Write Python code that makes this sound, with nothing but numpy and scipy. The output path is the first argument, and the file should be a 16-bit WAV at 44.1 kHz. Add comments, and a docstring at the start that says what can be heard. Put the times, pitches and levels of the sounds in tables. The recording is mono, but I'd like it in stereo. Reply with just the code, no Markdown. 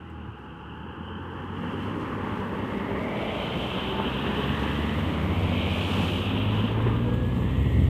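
"""Engines hum up in pitch and tyres roar and drum as a large car, an estate car and a motorcycle pull away
over a level crossing and pass on the left; wheels knock and the motorcycle's exhaust throbs.
Engines are sums of wavering firing lines, with rasp and exhaust puffs made from shaped noise and pulses.
Tyres are swelling bands of noise with thin singing lines; knocks are decaying sines with a noisy crack.
A moving comb of notches, the road's reflection, colours the tyres, rasp and hiss."""
import sys
import numpy as np
from scipy import signal
from scipy.fft import rfft, irfft, next_fast_len
from scipy.io import wavfile
from scipy.ndimage import map_coordinates

SR = 44100
rng = np.random.default_rng(int(sys.argv[2]) if len(sys.argv) > 2 else 0)


def file_out(sig):
    """Save sig as 16-bit WAV at sys.argv[1]."""
    # one column per channel
    cols = np.atleast_2d(sig).T
    # limit, then scale
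    lim = np.clip(cols, -1, 1)
    pcm = np.round(lim * 32767).astype(np.int16)
    wavfile.write(sys.argv[1], SR, pcm)


N = 347949

# Levels in these tables are taken before the trims set in scene().
# Engine pitch: the large car sinks, climbs and levels off; the estate car climbs; the motorcycle climbs
# and eases at the end. Each row: time in seconds, pitch in Hz.
LARGE_CAR_PITCH = [(0, 84.7), (.25, 77.7), (.48, 67.5), (1, 85.05), (1.9, 98.02), (3.5, 100.3)]
ESTATE_CAR_PITCH = [(3.3, 56.68), (4, 65.44), (5, 74.57), (5.4, 79.95), (5.85, 81.9), (6.35, 88.3)]
MOTORCYCLE_PITCH = [(5.4, 47.3), (5.9, 48), (6.2, 50.4), (6.6, 53.45), (7, 58.04), (7.3, 61.3),
                    (7.48, 62.96), (7.66, 68.25), (7.89, 66.5)]
# Engine firing lines. Each row: multiple of the pitch, level in dB while approaching, level in dB once past.
LARGE_CAR_ORDERS = [(1, 1.5, -4), (1.5, -4.5, -31), (2, -8.5, 4.5), (2.5, -6.5, -3), (3, -19, -8.5),
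                    (4, -14, -7), (5, -22, -9)]
ESTATE_CAR_ORDERS = [(1, -5.5, 5.5), (2, -2.5, 1.5), (3, 0.5, 0.5), (4, -10, -6), (5, -22, -12.5),
                     (6, -4, -11)]
MOTORCYCLE_ORDERS = [(2, 0, -6), (3, -12.5, -8.5), (4, -5.5, -12.5), (5, -15, -23), (6, -23.5, -19),
                     (7, -25.5, -18.5), (8, -21, -24.5)]
# The motorcycle's exhaust boom as it comes to point back. Each row: as for the firing lines.
BOOM_ORDERS = [(1, -7.5, 2.5), (1.27, -19, 4)]
# The large car's engine lifts off for a gear change, then pulls again. Each row: time in seconds, gain in dB.
GEAR_CHANGE = [(0, 3), (.2, 5.5), (.4, -2.5), (.56, -5), (.8, -0.5), (1.3, 2)]
# The motorcycle's engine note dips and surges. Each row: time in seconds, gain in dB.
SURGE = [(5.4, 0.5), (5.88, -3.5), (5.98, 1.5), (6.07, -7.5), (6.2, -2.5), (6.6, 2), (6.68, -4),
         (6.85, 1.5), (7.1, -0.5), (7.44, -0.5), (7.52, -3.5), (7.62, 2), (7.71, -1.5), (7.8, 2.5)]
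DRONE_HZ, DRONE_ENDS_S = 165.3, 3.4  # a waiting engine's drone

# Exhaust throbs, one from the estate car, the rest from the motorcycle.
# Each row: loudest moment, rise and fall in seconds, level in dB.
THROBS = [(4.9, 0.46, 0.39, -37.5), (6.88, 0.075, .1, -30.5), (7.17, 0.08, 0.19, -30.5),
          (7.41, 0.095, 0.1, -27.5), (7.631, 0.082, 0.075, -27.5), (7.86, 0.23, .2, -26.5)]
# Resonance of the exhaust pipe. Each row: frequency in Hz, relative level in dB.
PIPE = [(25, -36), (45, -31), (62, -22), (82, -2), (110, -4.5), (160, -11.5), (240, -13.5), (300, -19.5),
        (450, -26.5), (800, -38.5), (2000, -77)]
# Spectrum of the motorcycle's drive sizzle, also used for grit. Each row: frequency in Hz, relative dB per Hz.
DRIVE = [(4500, -29), (5800, -13), (6700, -3), (8200, 3), (9700, -18), (12000, -3), (15500, -3.5)]
# The motorcycle's gear whine. Each row: time in seconds, pitch in Hz.
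GEAR_PITCH = [(6.75, 1620), (6.97, 1590), (7.15, 1665), (7.36, 1686), (7.46, 1725), (7.5, 1901),
              (7.58, 1893), (7.65, 1980), (7.72, 1890), (7.8, 1930), (7.89, 1840)]
GEAR_DB, GEAR_LEAD_S = -50.5, .00014

# Spells of engine rasp, the first two the early 3 kHz ones. Each row: start, end, release, loudest moment
# and width in seconds, level in dB, left over right in dB.
RASPS = [(0, 1.7, 0.26, 1.22, 1.13, -51.5, 2.5), (1.72, 4.02, 0.32, 2.6, 2.6, -50, 11),
         (3.38, 5.74, 0.37, 4.1, 1.5, -38.5, -2), (5.62, 6.69, 0.04, 5.97, 0.9, -36, -3.5),
         (6.799, 7.25, 0.22, 6.7, 0.76, -45.5, 12), (7.5, 8.1, .1, 7.6, 0.42, -47.5, 7)]
RASP_ATTACK_S = 0.26
FLUTTER_MULTIPLE = 2 / 3  # rate of the early 3 kHz rasp's fluttering, against the first pitch track
# Rasp spectra, the early spells' and the later ones'. Each row: frequency in Hz, relative dB per Hz.
EARLY_RASP = [(1900, -30), (2350, -6), (2650, 9), (2950, 6.5), (3250, 2), (3520, -3.5), (3800, -32),
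              (5000, -63)]
LATER_RASP = [(1500, -15.5), (2200, -14.5), (2650, -1.5), (2850, -2), (3020, -0.5), (3200, -2.5),
              (3450, -5.5), (3850, -12), (4300, -26), (6000, -65)]
# Engine parts ringing under load. Each row: loudest moment, rise and fall in seconds,
# level in dB, centre in Hz, climb in Hz per second, right over left in dB, width in Hz.
RINGS = [(.085, .015, 0.022, -52, 2020, 0, -0.5, 120), (1, 0.54, .4, -64, 2086, 1, -3, 71),
         (1.171, .3, 0.16, -53, 1530, 61, -3, 44.85), (1.162, .25, .2, -54.5, 3070, 0, -7, 70.5),
         (1.74, .16, 0.2, -50, 2905, 0.5, -4, 299), (3.501, 0.22, 0.98, -43.5, 3058, -59.5, -6, 120),
         (6.63, 0.1, 0.1, -47.5, 3054, 0, 1, 349)]

# Tyre swells on the rails, alongside and behind. Each row: loudest moment, rise and fall in seconds
# (drumming falls more slowly), drumming level in dB, tread roar level in dB, roar's right over left in dB.
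TYRES = [(1.66, 0.16, 0.19, -41, -46.5, 2), (2.65, 1.386, 1, -35, -40, 3.5),
         (4.402, 1.46, 1.27, -35, -36.5, 3), (5.98, 0.19, 0.12, -53, -39, 3),
         (6.75, 1.76, 0.44, -35, -38.5, 2.5), (7.55, 0.47, 0.3, -50, -44, -1)]
# Tyre spectra, drumming and tread roar. Each row: frequency in Hz, relative dB per Hz.
DRUM = [(20, -35), (38, -18), (55, -2), (100, 0.5), (150, 0.5), (240, 4.5), (330, -1.5), (450, -2),
        (620, -8.5), (900, -24.5), (2000, -61)]
ROAR = [(350, -28), (600, -23), (850, -1), (1150, -0.5), (1450, -6), (1800, -6.5), (2300, -9), (3200, -21),
        (4300, -40), (7000, -60)]
# Climbing bands of tyre noise. Each row: loudest moment, rise and fall in seconds, level in dB,
# centre in Hz at the loudest moment, climb in Hz per second, right over left in dB.
CLIMBS = [(1.2, 1.2, 0.86, -50.5, 1580, 167.3, -1), (3.12, 0.46, 0.59, -42.5, 2108, 399, 22),
          (4.65, .75, 0.66, -42, 1812, 451.7, 9), (5.75, .5, 0.29, -41, 2383, 200, 14),
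          (7.7, .35, 0.87, -48, 1988, 249.8, 4), (3.43, .12, 0.13, -60, 3950, 1410, 5)]
# Boom of the wheel arches. Each row: as for the climbing bands.
HOLLOW = [(3.35, .4, .85, -37.5, 598, 30, 2), (5.55, 0.58, .8, -38.5, 621.2, 10, 0.5)]
# Narrow singing of gears and tread patterns. Each row: as for the climbing bands, with pitch for centre.
WHINES = [(1.2, 1.5, 0.46, -53, 903, 67.5, -3), (1.98, .09, 0.09, -38.5, 297.6, 26, 0),
          (2.9, .12, 0.12, -38, 394.3, 26, -3), (3.981, .16, 0.086, -39.5, 887, 20.5, 2),
          (4.03, .24, 0.23, -37.5, 394, 70, 0), (4.45, .12, 0.31, -42.5, 1103, 90, 2),
          (6.92, .06, 0.067, -42, 1203, 0, 6), (7.1, .16, 0.13, -37.5, 492, 100.5, 5)]
# Tread noise reaches the left port first, by more once the traffic is alongside.
FAR_LEAD_S, NEAR_LEAD_S = .00008, .00025
# The large car's tyre chord. Each row: highest pitch in Hz, level in dB.
CHORD = [(340, -44), (425, -44), (545, -45.5), (590, -45), (618, -45), (665, -41), (750, -51), (840, -51)]
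# Highest moment, time from it to drop by half an octave, then the swell's rise and fall.
CHORD_TOP_S, CHORD_BEND_S, CHORD_RISE_S, CHORD_FALL_S = 3.27, .72, 0.59, 0.32

# Knocks of wheels. Each row: time in seconds, # thud level in dB, thud pitch in Hz, thud 60 dB decay in
# seconds, slap level in dB.
KNOCKS = [(0.28, -27, 109, 0.18, -50), (1.004, -25, 225, 0.064, -39), (1.079, -31, 226, .03, -26),
          (2.271, -15, 285, 0.028, -15), (3.946, -26, 240, 0.025, -18), (4.0, -24, 203, 0.021, -11),
          (4.393, -12.5, 415, .018, -17), (5.913, -17, 189, .08, -23), (6.002, -7.5, 238, 0.025, -24),
          (6.035, -10, 198, 0.033, -36), (6.636, -15, 224.3, 0.084, -35.5), (6.802, -18, 305, 0.035, -16.5),
          (6.865, -16, 375, 0.044, -22)]
SLAP_HZ, SLAP_T60_S = 1000, 0.011
CRACK_DB, CRACK_T60_S, CRACK_HZ = -9, 0.011, 1600  # level against the slap, decay, low-pass corner
# Bits of grit ticking under the tyres. 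Each row: time in seconds, level in dB.
TICKS = [(.1, -64), (.39, -68), (1.824, -60), (6.823, -55), (7.14, -50), (7.37, -55)]
TICK_T60_S = .04

# Swells of air hiss. Each row: loudest moment, rise and fall in seconds, level in dB, right over left in dB.
HISSES = [(1.852, 0.34, 1.6, -66, 2), (3.65, 0.79, 0.46, -60, 6.5), (4.6, 0.6, 1.26, -58.5, 4),
          (6.03, 0.39, 0.2, -51, 22), (6.56, 0.16, 0.17, -61, 10), (7.7, 0.87, 1.2, -64, -8)]
FAR_HISS_DB = -79  # distant traffic, before the hiss trim
# Swells of fine sizzle. Each row: loudest moment, rise and fall in seconds, level in dB.
SIZZLES = [(2.6, 0.65, 1.5, -71), (4.55, 0.98, 1.6, -61.5), (6.1, 0.47, 0.73, -62.5), (7.5, .9, 1, -75)]
# Spectra of hiss and sizzle. Each row: frequency in Hz, relative dB per Hz.
HISS = [(1500, -27), (2800, 6.5), (3700, 14.5), (4500, 8.5), (5500, 3.5), (7000, 1.5), (8300, 1),
        (10000, -2), (12000, -4), (15500, -10)]
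SIZZLE = [(6500, -30), (8200, -1), (10500, -8), (12000, -1), (13300, 3), (15500, -0.5)]

# Notches from the road's reflection. Each row: deepest moment, rise and fall in seconds, depth in dB,
# lowest notch in Hz at the deepest moment, climb in Hz per second.
NOTCHES = [(1.0, 1, 0.73, 17.5, 627, 31), (5.22, 0.22, 0.14, 3, 840, 30), (7.68, 0.42, 0.085, 8, 1456, -92)]
# Teeth of the notch comb. Each row: multiple of the lowest notch, width in multiples, share of the depth.
COMB = [(1, 0.085, 1), (3.55, 0.77, 0.71), (5.7, 0.43, 0.77), (6.7, .6, 0.27)]
# Likeness of noise at the two ports. Each row: frequency in Hz, correlation.
ALIKE = [(60, 0.99), (250, 1), (500, 1), (900, 0.96), (1400, 0.57), (2100, 0.6), (3000, 0.67),
         (4500, 0.098), (12000, 0.064)]
FALLOFF = 2.3  # far from its loudest moment, a passing sound falls as distance to this power
TOP_HZ = 15550  # upper band limit


def engine(track, orders, passes_s, rise_s, fall_s, level_db, rough, flutter, smear):
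    """Firing lines waver, the upper ones smeared most, and shift from intake to exhaust in passing."""
    cycle = turns(curves(track)[0] * (1 + flutter * wobble(18)))
    past = passed(passes_s, over_s=0.33)
    hum = np.zeros(N)
    for multiple, front_db, rear_db in orders:
        strength = amp(front_db + past * (rear_db - front_db)) * (1 + rough * wobble(22))
        phase = 2 * np.pi * (multiple * cycle + rng.random()) + smear * multiple * wobble(30)
        hum += strength * np.sqrt(2) * np.sin(phase)
    passing = swell(np.arange(N) / SR, passes_s, rise_s, fall_s)
    return hum * amp(level_db) * passing * present(track[0][0], track[-1][0])


def firing_gate(track, depth, multiple=1):
    """A gain that pulses at a multiple of a pitch track."""
    pulse = np.cos(2 * np.pi * multiple * turns(curves(track)[0]))
    return 1 + depth * present(track[0][0], track[-1][0]) * pulse


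def exhaust(level_db, scatter_s):
    """Uneven puffs, two per cycle of the motorcycle's pitch, boom in the pipe."""
    t = np.arange(N) / SR
    # ahead of the motorcycle's own spell its first pitch is held, which serves the estate car's throb
    half_cycle = np.floor(2 * turns(curves(MOTORCYCLE_PITCH)[0]))
    at = np.flatnonzero(np.diff(half_cycle))
    size, late = rng.standard_normal((len(at), 2)).T
    landing = np.clip(at + late * scatter_s * SR, 0, N - 1).astype(int)
    puffs = np.bincount(landing, np.tanh(size), N)
    throb = together(amp(db + level_db) * swell(t, s, rise, fall) for s, rise, fall, db in THROBS)
    return throb * unit(filtered(puffs, lambda hz: amp(along(PIPE, hz))))


def drive(level_db, loudest_s, rise_s, fall_s, depth):
    """A bright sizzle pulses with the motorcycle's engine, heard from the side and behind."""
    gain = swell(np.arange(N) / SR, loudest_s, rise_s, fall_s)
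    gain = gain * passed(6.76, over_s=.06) * firing_gate(MOTORCYCLE_PITCH, depth)
    return gain * amp(level_db + 1.5 * wobble(25)) * panned(right_db=-10) * rush(DRIVE)


def gear_whine(loudest_s, rise_s, fall_s, right_db):
    """The motorcycle's gears whine, wavering, as it goes by."""
    line = tone(curves(GEAR_PITCH)[0], waver=.004, flicker_db=3)
    line = line * present(GEAR_PITCH[0][0], GEAR_PITCH[-1][0])
    return amp(GEAR_DB) * panned(right_db) * swell(np.arange(N) / SR, loudest_s, rise_s, fall_s) * line


def rasp(level_db):
    """Injectors and valves make bands of noise that flutter in level while engine parts ring."""
    t = np.arange(N) / SR
    spells = [amp(db) * panned(-left_db) * swell(t, s, width, width) * present(start, end, RASP_ATTACK_S, release)
              for start, end, release, s, width, db, left_db in RASPS]
    early = firing_gate(LARGE_CAR_PITCH, depth=0.23, multiple=FLUTTER_MULTIPLE)
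    later = firing_gate(ESTATE_CAR_PITCH, depth=0.092) * firing_gate(MOTORCYCLE_PITCH, depth=0.07)
    noise = together(spells[:2]) * early * rush(EARLY_RASP)
    noise += together(spells[2:]) * later * rush(LATER_RASP)
    ringing = sum(amp(2.3 * wobble(30)) * gliding_band(row, width_hz=width, alike=0.36) for *row, width in RINGS)
    noise += early * later * ringing
    return arrive(amp(level_db + 0.29 * wobble(16) + 0.92 * wobble(55)) * noise, lead_s=.00035)


def tyres(drum_db, roar_db, climb_db, hollow_db, whine_db, drum_lingers):
    """Carcasses drum and tread blocks roar, shaken by the uneven road; the drumming outlasts the roar."""
    t = np.arange(N) / SR
    drum = together(amp(db) * swell(t, s, rise, fall * drum_lingers) for s, rise, fall, db, _, _ in TYRES)
    roar = together(amp(db) * panned(side) * swell(t, s, rise, fall) for s, rise, fall, _, db, side in TYRES)
    bumps = wobble(14)  # shared by both parts
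    low = drum * amp(drum_db + 0.64 * bumps + 0.93 * wobble(45)) * rush(DRUM)
    low += amp(hollow_db) * sum(gliding_band(row, width_hz=220, alike=0.4) for row in HOLLOW)
    low += amp(whine_db) * sum(whine(row) for row in WHINES)
    tread = roar * amp(roar_db + 0.63 * bumps + 0.81 * wobble(120)) * rush(ROAR)
    tread += amp(climb_db) * sum(gliding_band(row, width_hz=270, alike=0.23) for row in CLIMBS)
    lead = FAR_LEAD_S + (NEAR_LEAD_S - FAR_LEAD_S) * passed(2.31, over_s=0.41)
    return arrive(low * amp([[-.2], [.2]]), lead_s=0.00014) + arrive(tread, lead)


def whine(row):
    """One thin line swells while its pitch glides steadily."""
    s, rise, fall, db, hz, climb, right_db = row
    t = np.arange(N) / SR
    line = tone(hz + climb * np.clip(t - s, -2 * rise, 2 * fall), waver=.007, flicker_db=2)
    return amp(db) * panned(right_db) * swell(t, s, rise, fall) * line


def tyre_chord(level_db, right_db):
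    """All notes of the large car's tread bend up and down together along one arch."""
    t = np.arange(N) / SR
    bend = 1 / np.hypot(1, (t - CHORD_TOP_S) / CHORD_BEND_S)
    notes = sum(amp(db) * tone(hz * bend, waver=.005, flicker_db=2.5) for hz, db in CHORD)
    return amp(level_db) * panned(right_db) * swell(t, CHORD_TOP_S, CHORD_RISE_S, CHORD_FALL_S) * notes


def knocks(level_db):
    """Each knock is a low thud and a brief slap with a broad crack."""
    out = np.zeros(N + SR)
    t = np.arange(SR // 4) / SR
    soften = signal.butter(2, CRACK_HZ, fs=SR)

    def ring(db, hz, t60):
        """A decaying sine with a softened onset."""
        return amp(db + level_db - 60 * t / t60) * np.sin(2 * np.pi * hz * t) * (1 - np.exp(-2 * hz * t))

    for s, thud_db, hz, t60, slap_db in KNOCKS:
        grain = unit(signal.lfilter(*soften, rng.standard_normal(len(t))))
        crack = amp(slap_db + CRACK_DB - 60 * t / CRACK_T60_S) * grain
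        blow = ring(thud_db, hz, t60) + ring(slap_db, SLAP_HZ, SLAP_T60_S)
        blow += signal.lfilter(*soften, crack)  # softened again after its sharp onset
        out[round(s * SR):][:len(t)] += blow
    return out[:N]


def ticks():
    """Each bit of grit is a tiny bright burst."""
    t = np.arange(N) / SR
    bursts = sum((t >= s) * amp(db - 60 * np.abs(t - s) / TICK_T60_S) for s, db in TICKS)
    return bursts * rush(DRIVE)


def air(hiss_db, sizzle_db):
    """Air hisses out of the tread grooves, with a fine gritty sizzle on top."""
    t = np.arange(N) / SR
    swells = [amp(db) * panned(side) * swell(t, s, rise, fall) for s, rise, fall, db, side in HISSES]
    grit = together(amp(db) * swell(t, s, rise, fall) for s, rise, fall, db in SIZZLES)
    hiss = together(swells + [amp(FAR_HISS_DB)])
    hiss = hiss * amp(hiss_db + 0.71 * wobble(18) + 1.1 * wobble(400)) * rush(HISS)
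    return hiss + grit * amp(sizzle_db + 1.5 * wobble(18) + 2.3 * wobble(900)) * rush(SIZZLE)


def ground_comb(x):
    """Direct sound and its bounce off the road cancel in bands that move over time."""
    hz, t, z = signal.stft(x, SR, nperseg=1024)
    for s, rise, fall, depth_db, lowest, climb in NOTCHES:
        multiple = hz[:, None] / (lowest + climb * (t - s))
        dips = sum(share * np.exp(-((multiple - k) / width) ** 2) for k, width, share in COMB)
        z = z * amp(-depth_db * swell(t, s, rise, fall) * dips)
    return signal.istft(z, SR, nperseg=1024)[1][:, :N]


def gliding_band(row, width_hz, alike):
    """Stereo noise in one resonance swells while its centre glides steadily."""
    s, rise, fall, db, hz, climb, right_db = row
    t = np.arange(N) / SR
    carrier = 2 * np.pi * turns(hz + climb * np.clip(t - s, -2 * rise, 2 * fall))
    cos, sin = np.cos(carrier), np.sin(carrier)
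    mid, side = [wobble(2 * width_hz) * cos + wobble(2 * width_hz) * sin for _ in range(2)]
    side = side * np.tan(np.arccos(np.clip(alike, 0, 1)) / 2)
    stereo = unit(np.array([mid + side, mid - side]))
    return amp(db) * panned(right_db) * swell(t, s, rise, fall) * stereo


def rush(spectrum):
    """Stereo noise of rms 1, alike at both ports in the bass and nearly unrelated in the top treble."""
    def response(hz):
        turn = np.arccos(np.clip(along(ALIKE, hz), -1, 1)) / 2
        return amp(along(spectrum, hz)) * [np.cos(turn), np.sin(turn)]
    mid, side = filtered(rng.standard_normal((2, N)), response)
    return unit(np.array([mid + side, mid - side]))


def tone(hz, waver, flicker_db):
    """A thin line of rms 1, unsteady in pitch and strength."""
    line = np.sin(2 * np.pi * turns(hz * (1 + waver * wobble(25))))
    return unit(amp(flicker_db * wobble(16)) * line)


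def swell(t, loudest_s, rise_s, fall_s):
    """Gain of a sound that draws near, peaks at 1 and recedes."""
    away = (t - loudest_s) / np.where(t < loudest_s, rise_s, fall_s)
    return (1 + away ** 2) ** (-FALLOFF / 2)


def passed(at_s, over_s):
    """A smooth step from 0 to 1 as a vehicle goes by."""
    return (1 + np.tanh((np.arange(N) / SR - at_s) / over_s)) / 2


def present(start_s, end_s, attack_s=0.35, release_s=0.24):
    """Gain of 1 from start to end, fading in before and away after."""
    t = np.arange(N) / SR
    early = np.maximum(0, start_s - t) / attack_s
    late = np.maximum(0, t - end_s) / release_s
    return np.exp(-early ** 2 - late ** 2)


def arrive(x, lead_s):
    """Sound from the left reaches the right port later."""
    left, right = np.broadcast_to(x, (2, N))
    n = np.arange(N)
    return np.array([left, np.interp(n - lead_s * SR, n, right)])


def panned(right_db):
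    """Gains of the two ports, with the right one louder by right_db."""
    return unit(amp([[-right_db / 2], [right_db / 2]]))


def together(gains):
    """Unrelated noises add in power."""
    return np.sqrt(sum(g ** 2 for g in gains))


def wobble(rate):
    """A smooth random curve through rate knots a second."""
    coarse = np.arange(0, N, 32)
    knots = rng.standard_normal(int(N * rate / SR) + 4)
    return np.interp(np.arange(N), coarse, map_coordinates(knots, [coarse * rate / SR]))


def turns(hz):
    """Cycles completed at a changing rate."""
    return np.cumsum(hz) / SR


def curves(rows):
    """One value per sample for each column after the time."""
    s, *cols = np.transpose(rows)
    return [np.interp(np.arange(N) / SR, s, c) for c in cols]


def filtered(x, response):
    """Shape the spectrum of x by a response of frequency."""
    m = next_fast_len(N + SR // 2)
    return irfft(rfft(x, m) * response(np.fft.rfftfreq(m, 1 / SR)), m)[..., :N]


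def along(points, hz):
    """Read (Hz, value) points on a log frequency axis."""
    f, v = np.transpose(points)
    return np.interp(np.log(hz + 1), np.log(f + 1), v)


def amp(db):
    """Decibels to gain."""
    return 10 ** (np.asarray(db) / 20)


def unit(x):
    """Scale to rms 1."""
    return x / np.sqrt(np.mean(x ** 2) + 1e-20)


def scene():
    """Mix engines, exhaust and knocks with tyres, rasp and air reflected off the road."""
    hum = engine(LARGE_CAR_PITCH, LARGE_CAR_ORDERS, passes_s=2.45, rise_s=2.4, fall_s=0.83,
                 level_db=-42.5, rough=0.21, flutter=0.0038, smear=0.13)
    hum *= amp(curves(GEAR_CHANGE)[0])
    hum += engine(ESTATE_CAR_PITCH, ESTATE_CAR_ORDERS, passes_s=4.42, rise_s=0.95, fall_s=2.6,
                  level_db=-37.0, rough=0.1, flutter=0.0032, smear=0.086)
    bike = engine(MOTORCYCLE_PITCH, MOTORCYCLE_ORDERS, passes_s=7.3, rise_s=3.0, fall_s=1.5,
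                  level_db=-27.0, rough=0.24, flutter=0.003, smear=0.088)
    bike += engine(MOTORCYCLE_PITCH, BOOM_ORDERS, passes_s=7.62, rise_s=0.99, fall_s=.45,
                   level_db=-25.0, rough=0.14, flutter=0.0098, smear=.15)
    hum += bike * amp(curves(SURGE)[0])
    waiting_pitch = [(0, DRONE_HZ), (DRONE_ENDS_S, DRONE_HZ)]
    waiting_orders = [(1, -11.0, 1), (2, -6.5, -7), (5, -9.5, -7.0)]
    hum += engine(waiting_pitch, waiting_orders, passes_s=0.67, rise_s=2.3, fall_s=3.1,
                  level_db=-48.5, rough=0.34, flutter=0.0054, smear=0.13)
    bass = hum + exhaust(level_db=2.5, scatter_s=0.00062) + knocks(level_db=0.0)
    bass = arrive(bass, lead_s=0.00022) * amp([[-.2], [.2]])
    singing = arrive(tyre_chord(level_db=-0.5, right_db=5), NEAR_LEAD_S)
    singing += arrive(gear_whine(loudest_s=7.7, rise_s=1.79, fall_s=0.6, right_db=2), GEAR_LEAD_S)
    bright = drive(level_db=-61, loudest_s=7.87, rise_s=1.2, fall_s=.7, depth=0.26) + ticks()
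    road = tyres(drum_db=2.5, roar_db=4.0, climb_db=3.5, hollow_db=1, whine_db=-0.5, drum_lingers=1.65)
    reflected = ground_comb(road + rasp(level_db=1.5) + air(hiss_db=6, sizzle_db=0.5))
    return bass + singing + bright + reflected


def record(dry):
    """Fade both ends to avoid clicks and remove everything above the band limit."""
    n = np.arange(N)
    ends = np.minimum(1, np.minimum(n, n[::-1]) / (.004 * SR))
    return filtered(dry * np.sin(np.pi / 2 * ends) ** 2, lambda hz: hz < TOP_HZ)


dry = scene()
out = record(dry)
file_out(out)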